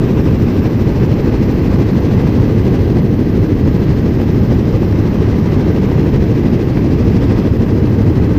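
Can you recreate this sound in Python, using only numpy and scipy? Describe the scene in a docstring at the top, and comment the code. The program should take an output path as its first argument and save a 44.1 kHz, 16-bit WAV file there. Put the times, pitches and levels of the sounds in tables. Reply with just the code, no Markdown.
"""Air rushes past a two-bladed turbine helicopter in level flight, heard from the cabin.
This slipstream buffets the microphone and hisses along the door, surging as each blade passes.
Underneath, the blades send out pressure waves that make a low thump.
The meshing teeth of the gearbox sing faintly, and the engine's compressor whistles high above."""
import sys
import numpy as np
from scipy import signal
from scipy.fft import rfft, irfft, next_fast_len
from scipy.io import wavfile
from scipy.ndimage import uniform_filter1d, minimum_filter1d, map_coordinates

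SR = 44100
rng = np.random.default_rng(int(sys.argv[2]) if len(sys.argv) > 2 else 0)


def waveform_to_disk(signal):
    """Save audio, clipped to [-1, 1], as 16-bit WAV at the path in sys.argv[1]."""
    frames = np.transpose(np.atleast_2d(signal))
    scaled = np.clip(frames, -1, 1) * 32767
    samples = np.round(scaled).astype(np.int16)
    wavfile.write(sys.argv[1], SR, samples)


N = 369558

BLADE_HZ, FIRST_BLADE_S = 12.915, .034  # how often a blade passes, and when the first one does
BUFFET_DB, RUSH_DB, HISS_DB = -10.5, -32.5, -44.5  # levels of the air noises in steady flight

# The notes of the gears. Each row: pitch in Hz, level in dB.
GEAR_TONES = [(1869, -57), (3130, -64), (6257, -75), (7830, -83), (11740, -89)]
# The rotor's pressure wave. Each row: multiple of the blade rate, level in dB.
ROTOR_HARMONICS = [(1, -39), (2, -45), (3, -46.5), (4, -38), (5, -37.5), (6, -30.5), (8, -25.5)]
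# The rumble of air hitting the microphone. Each row: frequency in Hz, relative level in dB.
BUFFET_SPECTRUM = [(10, -28.5), (18, -21.9), (30, -12), (45, -8), (70, -3.5), (105, 0.0), (150, -3),
                   (190, -3.5), (320, -7), (460, -13.5), (560, -21.5), (660, -26.5), (850, -41.5),
                   (1500, -81)]
# The rush of air round the door. Each row: frequency in Hz, relative level in dB.
RUSH_SPECTRUM = [(460, -19), (790, 1.5), (1220, -4.5), (1390, -9.5), (1600, -5.5), (1760, -8.5), (2020, -6),
                 (2200, -11), (2630, -10.5), (3300, -18.5), (4290, -51), (7260, -120)]
# The hiss at the door's edges. Each row: frequency in Hz, relative level in dB.
HISS_SPECTRUM = [(2500, -19.5), (3300, -2), (3700, -2.5), (4200, -1), (4600, -4.5), (4900, -2.5),
                 (5700, -5), (7100, -15), (8700, -21), (9400, -20.0), (11300, -23.5), (13000, -25.5),
                 (14000, -32), (15000, -60)]
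# The strength of the slipstream. Each row: time in seconds, change from steady flight in dB.
AIRFLOW_CHANGES = [(0, 0.8), (.4, 0), (2.3, 1), (2.85, .5), (3.1, -1.8), (3.8, 0), (4.8, -0.5), (5.5, 0.5),
                   (6.85, -0.04), (7.32, 2), (7.55, -1.1), (8.38, -.5)]
# Stray swirls of air hitting the door. Each row: time in seconds, rise of the rush in dB.
DOOR_SLAPS = [(.175, 4), (.655, 3), (6.775, 5)]


def amp(db):
    """Turns decibels into a number to multiply by."""
    return 10 ** (np.asarray(db) / 20)


def unit(x):
    """Scales x to an average (rms) level of 1."""
    return x / np.sqrt(np.mean(x ** 2) + 1e-20)


def wobble(rate):
    """A smooth curve through rate random points a second."""
    return map_coordinates(rng.standard_normal(int(N * rate / SR) + 4), [np.arange(N) * rate / SR])


def filtered(x, response):
    """Scales each frequency in x by response(hz)."""
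    size = next_fast_len(N + 8192)
    return irfft(rfft(x, size) * response(np.fft.rfftfreq(size, 1 / SR)), size)[:N]


def noise(spectrum):
    """Noise shaped by a spectrum table, silent above its last row."""
    row_hz, row_db = np.transpose(spectrum)
    colour = lambda hz: amp(np.interp(np.log(hz + 1), np.log(row_hz + 1), row_db)) * (hz < row_hz[-1])
    return unit(filtered(rng.standard_normal(N), colour))


def tone(hz):
    """A pure tone that follows a changing pitch."""
    return np.sqrt(2) * np.sin(2 * np.pi * np.cumsum(hz) / SR + rng.uniform(0, 2 * np.pi))


def compressor(t, pitch_hz=14085, wander_hz=12, flutter_hz=7, spread_hz=300, fade_db_per_s=.4):
    """The compressor's blades whistle; churning air scatters part of the note into a band of noise."""
    hz = pitch_hz + wander_hz * wobble(2) + flutter_hz * wobble(60)
    whistle = unit(tone(hz) * amp(2.5 * wobble(25)))
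    band = lambda f: (1 + ((f - pitch_hz) / spread_hz) ** 2) ** (-3 / 4)
    scattered = unit(filtered(rng.standard_normal(N), band))
    change_db = .2 * wobble(2) - fade_db_per_s * t
    return amp(change_db) * (amp(-60.1) * whistle + amp(-54.3 + .7 * wobble(40)) * scattered)


def gearbox():
    """Meshing gear teeth sing faintly; the engine's speed control keeps their pitch almost steady."""
    speed = 1 + .0004 * wobble(2)
    return sum(amp(db + 2.5 * wobble(13)) * tone(hz * speed) for hz, db in GEAR_TONES)


def rotor(angle):
    """The blades' pressure wave thumps: low tones at multiples of the blade rate."""
    return sum(amp(db) * np.sqrt(2) * np.cos(multiple * angle + rng.uniform(0, 2 * np.pi))
               for multiple, db in ROTOR_HARMONICS)


def downwash(angle, lag, lean):
    """Each blade's push of air builds slowly and drops faster; lag delays it, in radians."""
    return np.cos(angle - lag) + lean * np.sin(2 * (angle - lag))


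def slaps(t, half_length_s=.0054):
    """Stray swirls slap the door: brief jumps in the level of the rush, in dB."""
    return sum(db * np.exp(-((t - time_s) / half_length_s) ** 2) for time_s, db in DOOR_SLAPS)


def drifting(x, depth_db):
    """Slowly shifts the tone colour of x, as the air meets the cabin at a changing angle."""
    spectra = signal.stft(x, nperseg=512)[2]
    patches = uniform_filter1d(rng.standard_normal(spectra.shape), size=7, axis=0)  # smooth over pitch
    patches = uniform_filter1d(patches, size=200, axis=1)  # and over time
    return signal.istft(spectra * amp(depth_db * unit(patches)), nperseg=512)[1][:N]


def brightened(x, above_hz, change_db):
    """Faster air sounds brighter: turns the upper part of x up or down."""
    upper = filtered(x, lambda hz: 1 - 1 / (1 + (hz / above_hz) ** 6))
    return x + upper * (amp(change_db) - 1)


def slipstream(t, angle):
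    """Swirling air buffets the microphone, rushes round the door and hisses, pulsed by the blades."""
    flow_db = np.interp(t, *np.transpose(AIRFLOW_CHANGES))
    push = 1 + .1 * wobble(BLADE_HZ)  # no two blades push equally hard
    surge = push * downwash(angle, lag=-.087, lean=.05)
    late_surge = push * downwash(angle, lag=.1, lean=.16)
    gust, flutter = wobble(35), wobble(220)  # rough air shakes all three noises at once

    buffet = noise(BUFFET_SPECTRUM) * amp(.63 * surge + .4 * gust + .5 * flutter)
    buffet = brightened(buffet, above_hz=240, change_db=1.1 * surge)
    rush = drifting(noise(RUSH_SPECTRUM), depth_db=.58)
    rush *= amp(1.14 * surge + .55 * gust + .9 * flutter + .63 * wobble(600))
    hiss = drifting(noise(HISS_SPECTRUM), depth_db=.8)
    hiss *= amp(2.02 * late_surge + .43 * gust + .77 * flutter)
    hiss = brightened(hiss, above_hz=6500, change_db=late_surge)
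    return (unit(buffet) * amp(BUFFET_DB + .22 * flow_db)  # follows the airflow only a little
            + unit(rush) * amp(RUSH_DB + flow_db + slaps(t))
            + unit(hiss) * amp(HISS_DB + flow_db))


def scene():
    """Engine, gears, rotor and air, added up in one channel."""
    t = np.arange(N) / SR
    angle = 2 * np.pi * BLADE_HZ * (t - FIRST_BLADE_S)  # one full cycle for each passing blade
    return (compressor(t) + gearbox() + rotor(angle) + slipstream(t, angle))[None]


def record(dry):
    """Turns the level down smoothly around the loudest peaks, then cuts the very highest treble."""
    ceiling_db, smooth_samples, top_hz = -.8, 150, 15150
    needed_gain = np.minimum(1, amp(ceiling_db) / (np.abs(dry[0]) + 1e-9))
    held_gain = minimum_filter1d(needed_gain, 2 * smooth_samples)
    gain = uniform_filter1d(uniform_filter1d(held_gain, smooth_samples), smooth_samples)
    low_pass = signal.ellip(12, .1, 90, top_hz, fs=SR, output="sos")
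    return signal.sosfilt(low_pass, dry[0] * gain)[None]


dry = scene()
out = record(dry)
waveform_to_disk(out)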